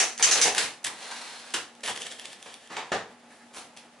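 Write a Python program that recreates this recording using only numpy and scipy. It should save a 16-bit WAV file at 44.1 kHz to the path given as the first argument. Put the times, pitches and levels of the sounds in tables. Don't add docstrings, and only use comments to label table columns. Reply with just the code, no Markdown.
import sys
import numpy as np
from scipy import signal
from scipy.fft import rfft, irfft
from scipy.io import wavfile
from scipy.ndimage import uniform_filter1d

SR = 44100
rng = np.random.default_rng(int(sys.argv[2]) if len(sys.argv) > 2 else 0)


def to_linear_factor(level_db):
    exponent = np.asarray(level_db, float) / 20
    return 10 ** exponent


def pcm_store(signal):
    levels = np.round(np.clip(np.atleast_2d(signal), -1, 1) * 32767)
    wavfile.write(sys.argv[1], SR, levels.astype(np.int16).T)


N = 176400
LEAD_S = 0.1
PAD = int(LEAD_S * SR)
M = N + PAD
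T = np.arange(M) / SR - LEAD_S


def sample_at(start_s):
    return int((start_s + LEAD_S) * SR)


def curve(table, hz):
    table_hz, value = np.array(table).T
    return np.interp(np.log(hz + 1), np.log(table_hz), value)


def body(x, tone, ring=(), ring_db=0., size=8192):
    f = np.fft.rfftfreq(size, 1 / SR)
    power = to_linear_factor(curve(tone, f)) ** 2
    for hz, width_hz, db in ring:
        detune = 2 * (f - hz) / max(width_hz, 80)
        power = power + to_linear_factor(db + ring_db) ** 2 / (1 + detune ** 2)
    cepstrum = irfft(np.log(power) / 2)
    cepstrum[1:size // 2] *= 2
    cepstrum[size // 2 + 1:] = 0
    response = irfft(np.exp(rfft(cepstrum)))[:size // 2]
    return signal.fftconvolve(x, response / np.sqrt(np.sum(response ** 2)))[:M]


def hits(rows, rattle_s, rattle_db, size=4096):
    x = np.zeros(M + size)
    fade = to_linear_factor(rattle_db) * np.exp(-np.arange(size) / SR / rattle_s)
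    for start_s, db in rows:
        push = fade * rng.standard_normal(size)
        push[0] = 1
        i = sample_at(start_s)
        x[i:i + size] += to_linear_factor(db) * push
    return x[:M]


def taps(rows, contact_s, size=1024):
    x = np.zeros(M + size)
    t = np.arange(size) / SR / contact_s
    for start_s, db in rows:
        i = sample_at(start_s)
        x[i:i + size] += to_linear_factor(db) * rng.standard_normal(size) * t * np.exp(1 - t)
    return x[:M]


def grit(scatter_db):
    unevenness = np.minimum(rng.exponential(size=M), 5)
    x = rng.standard_normal(M) * to_linear_factor(scatter_db * unevenness)
    return x / x.std()


def swells(rows):
    out = np.zeros(M)
    for start_s, rise_s, t60_s, db in rows:
        i = sample_at(start_s)
        t = T[i:i + int((rise_s + 1.5 * t60_s) * SR)] - start_s
        fall = to_linear_factor(-60 * np.maximum(t - rise_s, 0) / t60_s)
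        out[i:i + len(t)] += to_linear_factor(db) * np.clip(t / rise_s, 0, 1) * fall
    return out


def level(rows):
    s, db = np.array(rows).T
    return to_linear_factor(np.interp(T, s, db, left=-120, right=-120))


def walk(rate_hz):
    k = int(SR / rate_hz)
    w = uniform_filter1d(uniform_filter1d(rng.standard_normal(M), k), k)
    return w / w.std()


# frequency in Hz, likeness 0-1.
LIKENESS = [(100, 0.99), (400, 0.94), (1000, 0.85), (4000, 0.56), (9000, 0)]


def alike(a, b):
    c = np.clip(curve(LIKENESS, np.fft.rfftfreq(len(a), 1 / SR)), 0, 1)
    mid = rfft(a) * np.sqrt((1 + c) / 2)
    side = rfft(b) * np.sqrt((1 - c) / 2)
    return irfft(np.array([mid + side, mid - side]), len(a))


# frequency in Hz, rms level in dB.
MOTOR_HUM = [(238, -62.5), (745, -69.5), (850, -70)]
# frequency in Hz, level in dB.
WHIRR_TONE = [(30, -25), (70, -31.5), (120, -23.5), (239, -12.5), (355, -17), (842, -12.5), (1030, -18),
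              (1720, -19.5), (4500, -27.5), (11000, -32.5), (14300, -71)]
# time in seconds, gain in dB.
TABLE_COUPLING = [(.1, 3), (.8, -1), (1.07, -3), (1.19, 6), (1.26, -6), (1.4, 2), (1.66, -7), (1.73, 3),
                  (2.3, -5), (3.07, -6), (3.13, 3), (3.31, 7), (3.36, -8), (3.44, 9), (3.53, -2),
                  (3.68, -6), (3.73, 4), (4, -3)]
# start in seconds, rise in seconds,
# fall (t60) in seconds, level in dB.
ROLLER_CHIRPS = [
    (3.295, 0.016, 0.28, -55),
    (3.39, .02, .3, -60),
]
# frequency in Hz, width in Hz, level in dB.
ROLLER_RING = [(1716, 80, 25), (2100, 80, 21)]
# frequency in Hz, level in dB.
PAPER_COLOUR = [(35, -62), (60, -50), (222, -3), (322, -8.5), (753, -4), (1580, -5), (11000, -10),
                (14300, -47), (22000, -120)]


def motor():
    flutter_db, line_width_hz, whirr_db = walk(20), 1.5, -55.5
    hum = np.zeros(M)
    for hz, db in MOTOR_HUM:
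        phase = 2 * np.pi * np.cumsum(hz + line_width_hz * walk(25)) / SR
        hum += to_linear_factor(db + 1.5 + flutter_db) * np.sin(phase)
    noises = [body(to_linear_factor(1.2 * walk(36)) * rng.standard_normal(M), WHIRR_TONE) for _ in range(2)]
    chirp = body(swells(ROLLER_CHIRPS) * grit(1.5), PAPER_COLOUR, ROLLER_RING)
    coupling_db = np.interp(T, *np.array(TABLE_COUPLING).T)
    whirr = to_linear_factor(whirr_db + 0.035 * coupling_db) * alike(*noises)
    return to_linear_factor(coupling_db) * hum + whirr + chirp


# start in seconds, peak in dB.
FIRST_STRIKE = [
    (-0.036, 1),
]
TYPEBARS = [
    (0.2261, -1),
    (0.3126, -3),
    (0.4148, -1),
]
# frequency in Hz, level in dB.
TYPEBAR_TONE = [(35, -67), (60, -42.5), (264, -46), (427, -17.5), (978, -13.5), (1390, -5.5), (5020, -0.5),
                (6240, 2), (11000, -8.5), (14300, -39), (22000, -120)]
# frequency in Hz, width in Hz, level in dB.
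TYPEBAR_RING = [(5860, 300, 1.5), (6150, 150, 8), (6200, 160, 3)]
# start in seconds, peak in dB.
KEY_BOTTOMS = [
    (.1965, -33),
    (.455, -27),
]
# frequency in Hz, width in Hz, level in dB.
HOLLOW_KEY = [(867, 73, 9.8), (470, 27, 1.4)]
# start, rise and fall (t60) in seconds, level in dB.
LEVERS = [(0, 0.0021, 0.12, -24), (.195, 0.0015, 0.043, -28), (.26, 0.0076, 0.15, -25),
          (.35, 0.0062, 0.2, -24.5), (.445, 0.0067, 0.1, -24), (.547, 0.022, 0.14, -29.5),
          (.61, 0.018, 0.074, -29)]
# frequency in Hz, level in dB.
LEVER_TONE = [(35, -65), (60, -82), (675, -11), (839, -5), (1020, -7.5), (2500, -6.5), (3170, -7),
              (11000, -14.5), (14300, -53), (22000, -120)]
# frequency in Hz, width in Hz, level in dB.
LEVER_RING = [(453, 57, -3), (2640, 40, -9), (3330, 91, -13)]


def keys():
    strikes = body(hits(FIRST_STRIKE + TYPEBARS, 0.0086, -18.5), TYPEBAR_TONE, TYPEBAR_RING)
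    bottoms = body(taps(KEY_BOTTOMS, 0.0017), LEVER_TONE, HOLLOW_KEY)
    clatter = body(swells(LEVERS) * grit(0.7), LEVER_TONE, LEVER_RING)
    return to_linear_factor(4) * strikes + bottoms + to_linear_factor(-3) * clatter


# start in seconds, peak
# in dB.
CAM_TRIPS = [
    (.1773, -30.5),
    (.186, -34),
    (.2205, -30),
    (.830, -50),
]
# start in seconds, peak in dB.
SPACE_BAR = [
    (0.5803, -5.5),
]
# start in seconds, peak in dB.
CARRIAGE_STOP = [(1.537, -34), (1.539, -26.5), (1.5415, -25), (1.5455, -27.5), (1.549, -33), (1.556, -36)]
# start in seconds, peak in dB.
SMALL_CATCHES = [(.548, -14), (1.5055, -32), (1.7509, -38), (1.8068, -39), (3.5658, -44), (3.7658, -35),
                 (3.772, -30), (3.776, -40)]
# frequency in Hz, level in dB.
METAL_TONE = [(180, -60), (300, -12.5), (1130, -10), (1800, 2), (2160, -5.5), (2790, 1), (11000, -7.5),
              (14300, -92), (22000, -120)]


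def clacks():
    big = body(hits(SPACE_BAR, 0.0069, -12.5) + taps(CARRIAGE_STOP, 0.001), METAL_TONE)
    small = body(hits(SMALL_CATCHES, 0.0024, -6.5), METAL_TONE)
    trips = body(taps(CAM_TRIPS, 0.001), TYPEBAR_TONE, TYPEBAR_RING)
    return to_linear_factor(2.5) * big + to_linear_factor(-1.5) * small + trips


# start, rise and fall (t60) in seconds, level in dB.
LATCH_SCRAPE = [
    (.841, 0.0065, 0.021, -22),
]
# start in seconds, peak in dB.
LATCH_SNAPS = [
    (.8462, -31),
    (.8642, -30),
    (.869, -33),
    (.8768, -35),
]
# frequency in Hz, level in dB.
LATCH_TONE = [(35, -59), (60, -7), (531, -15), (1020, -16), (1880, -10), (3500, -1), (7760, -2),
              (11000, -1), (14300, -44), (22000, -120)]
# frequency in Hz, width in Hz, level in dB.
LATCH_RING = [(1825, 130, 9), (3100, 300, 2), (3700, 250, -1), (7700, 350, 3)]


def latch():
    return body(swells(LATCH_SCRAPE) * grit(0.57) + taps(LATCH_SNAPS, 0.0022), LATCH_TONE, LATCH_RING)


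# start, rise and fall (t60) in seconds, level in dB.
CASE_BUMPS = [(.85, 0.018, 0.17, -39.5), (1.54, 0.0022, 0.092, -32), (1.87, 0.016, 0.1, -34.5),
              (2.455, 0.0092, 0.055, -44), (2.695, 0.01, 0.84, -43), (2.764, 0.0044, 0.039, -29.5),
              (2.917, 0.0026, 0.13, -26.5)]
# frequency in Hz, level in dB.
CASE_TONE = [(24, -55), (40, -33.5), (410, -7), (773, -13.5), (890, -1.5), (1560, -11), (1720, -7.5),
             (7040, -21), (11000, -34), (14300, -67), (22000, -120)]
# frequency in Hz, width in Hz, level in dB.
BUMPED_RING = [(1760, 97, -5)]
# start in seconds, peak in dB.
FEET_THUDS = [
    (2.9185, -9),
    (2.9305, -12),
    (2.9395, -14),
]
# frequency in Hz, level in dB.
FEET_TONE = [(30, -22), (90, -21), (240, 5), (1000, 2), (2400, -23), (6000, -40), (22000, -120)]
# frequency in Hz, width in Hz, level in dB.
FEET_RING = [(240, 110, -8), (418, 150, 9), (690, 140, 9.5), (854, 92, -1), (1000, 73, 0), (1335, 81, -9),
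             (1810, 130, -3)]
# start, rise and fall (t60) in seconds, level in dB.
PAPER_RUSTLES = [(2.715, 0.0074, 0.058, -45), (2.765, 0.0073, 0.4, -64), (3.27, 0.036, 1.2, -58.5),
                 (3.525, 0.02, 0.24, -46), (3.553, 0.013, 0.19, -41), (3.76, .01, 0.18, -58)]


def hand():
    bumps = body(swells(CASE_BUMPS) * grit(2.4), CASE_TONE, BUMPED_RING, -2.2)
    thuds = body(hits(FEET_THUDS, 0.0036, -18), FEET_TONE, FEET_RING)
    paper = body(swells(PAPER_RUSTLES) * grit(5.4), PAPER_COLOUR)
    return bumps + thuds + to_linear_factor(-3.5) * paper


# start, rise and fall (t60) in seconds, level in dB.
CARRIAGE_SHUDDER = [
    (.851, 0.0052, 0.073, -31),
]
# time in seconds, level in dB.
ROLLING = [(.9, -57), (.97, -40), (1.03, -37.5), (1.12, -37.5), (1.2, -39), (1.27, -39), (1.35, -39.5),
           (1.44, -45), (1.535, -41.5)]
# start, rise and fall (t60) in seconds, level in dB.
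RAIL_JOLTS = [(1.022, 0.0031, 0.069, -39), (1.055, 0.0029, 0.046, -48), (1.11, 0.0049, 0.063, -36),
              (1.16, .004, 0.074, -39.5), (1.21, 0.0047, 0.048, -38.5), (1.32, 0.0037, 0.052, -49),
              (1.443, .003, 0.029, -56)]
# frequency in Hz, level in dB.
RAILS_TONE = [(35, -71), (60, -59), (232, -28.5), (264, -22), (466, -13), (1070, -7.5), (4210, -9),
              (11000, -17), (14300, -56), (22000, -120)]
# frequency in Hz, width in Hz, level in dB.
RAILS_RING = [(940, 130, -5.5), (1590, 90, -2.5), (2700, 81, -9), (3600, 120, -8), (4200, 140, -4)]


def carriage():
    shudder = body(swells(CARRIAGE_SHUDDER) * grit(0.85), METAL_TONE)
    roll = level(ROLLING) * to_linear_factor(1.2 * walk(40) - 4) + swells(RAIL_JOLTS)
    return shudder + to_linear_factor(-4) * body(roll * grit(4.3), RAILS_TONE, RAILS_RING, -0.1)


# start in seconds, peak in dB.
RATCHET = [(1.8365, -27), (1.8608, -23), (1.8764, -25), (1.8835, -27), (1.9614, -30), (1.9755, -29),
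           (2.0136, -33), (2.019, -28), (2.0298, -47), (2.067, -29), (2.115, -32), (2.123, -33.5),
           (2.196, -30.5), (2.2552, -29.5), (2.3305, -34.5), (2.4263, -33), (2.541, -33), (2.674, -42)]
# time in seconds, level in dB.
PLATEN_DRAG = [(1.833, -34), (1.9, -31.5), (1.94, -53), (2.03, -42.5), (2.1, -51.5), (2.3, -49),
               (2.38, -53.5), (2.46, -50), (2.53, -47.5), (2.6, -61), (2.64, -48.5), (2.7, -59)]
# frequency in Hz, level in dB.
PLATEN_TONE = [(35, -51), (60, -50), (237, -1), (259, -10.5), (446, 1), (1510, -4.5), (1840, 0.5),
               (11000, -6), (14300, -69), (22000, -120)]
# frequency in Hz, width in Hz, level in dB.
RATCHET_RING = [(1770, 87, 9.5), (3260, 560, 8.5), (5500, 210, 1.5), (7700, 320, -1)]


def knob():
    climb_s, climb_db, tooth_cut_hz = 0.018, -14.5, 2370
    climb = swells([(s - climb_s, climb_s, .05, db + climb_db) for s, db in RATCHET[4:15]])
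    turning = to_linear_factor(-3) * level(PLATEN_DRAG) * to_linear_factor(1.6 * walk(50))
    drag = (turning + climb) * grit(1.0)
    highpass = signal.butter(2, tooth_cut_hz, "high", fs=SR)
    snaps = signal.lfilter(*highpass, taps(RATCHET, .0006))
    return (to_linear_factor(0.5) * body(snaps, PLATEN_TONE, RATCHET_RING)
            + body(drag, PLATEN_TONE, RATCHET_RING, -4))


def near(x, size=256):
    fade_s, reflection_db = 0.0014, -4
    h = rng.standard_normal(size) * np.exp(-np.arange(size) / SR / fade_s)
    h = np.r_[-h[::-1], 0, h]
    reflected = signal.fftconvolve(x, h / np.sqrt(np.sum(h ** 2)), "same")
    return x + to_linear_factor(reflection_db) * alike(np.zeros(M), reflected)


# frequency in Hz, t60 in seconds.
REVERB_T60 = [(200, 0.38), (1400, 0.35), (9700, 0.3)]


def room(x, size=512):
    fill_s, grain_db = 0.007, 2.5
    opt = dict(nperseg=size, noverlap=size * 3 // 4)
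    f, _, z = signal.stft(np.roll(x, int(fill_s * SR)), SR, **opt)
    keep = to_linear_factor(-120 * size / 4 / SR / curve(REVERB_T60, f))
    power = uniform_filter1d(np.abs(z) ** 2, size=3, axis=0) * (1 - keep[:, None])
    for i in range(1, power.shape[1]):
        power[:, i] += keep * power[:, i - 1]
    grain = signal.stft(alike(grit(grain_db), grit(grain_db)), SR, **opt)[2]
    tail = grain * np.sqrt(power / np.mean(np.abs(grain) ** 2))
    return signal.istft(tail, SR, **opt)[1][:, :M]


# frequency in Hz, level in dB.
EVEN_TONE = [(20, 0), (20000, 0)]
# frequency in Hz, width in Hz,
# level over flat in dB.
HOLLOW_CASE = [(460, 33, 2.5), (745, 36, 2.5)]


def scene():
    echo_s, echo_db = 0.0245, -14.5
    parts = [(keys(), 6.5), (clacks(), 1), (latch(), -5), (hand(), 3), (carriage(), 2), (knob(), -3)]
    wet = sum(x * to_linear_factor(db) for x, db in parts)
    direct = sum(x for x, db in parts) + to_linear_factor(echo_db) * np.roll(wet, int(echo_s * SR))
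    heard = [body(ear, EVEN_TONE, HOLLOW_CASE) for ear in near(direct) + room(wet)]
    return (np.array(heard) + motor())[:, PAD:]


def band_limit(x):
    return signal.sosfilt(signal.butter(12, 12360, fs=SR, output="sos"), x)


def record(dry):
    top_hz, bass_cut_hz = 11000, 71
    lowpass = signal.ellip(10, .3, 80, top_hz, fs=SR, output="sos")
    x = signal.sosfilt(lowpass, dry)
    x = signal.lfilter(*signal.butter(2, bass_cut_hz, "high", fs=SR), x)
    return band_limit(x)


dry = scene()
out = record(dry)
pcm_store(out)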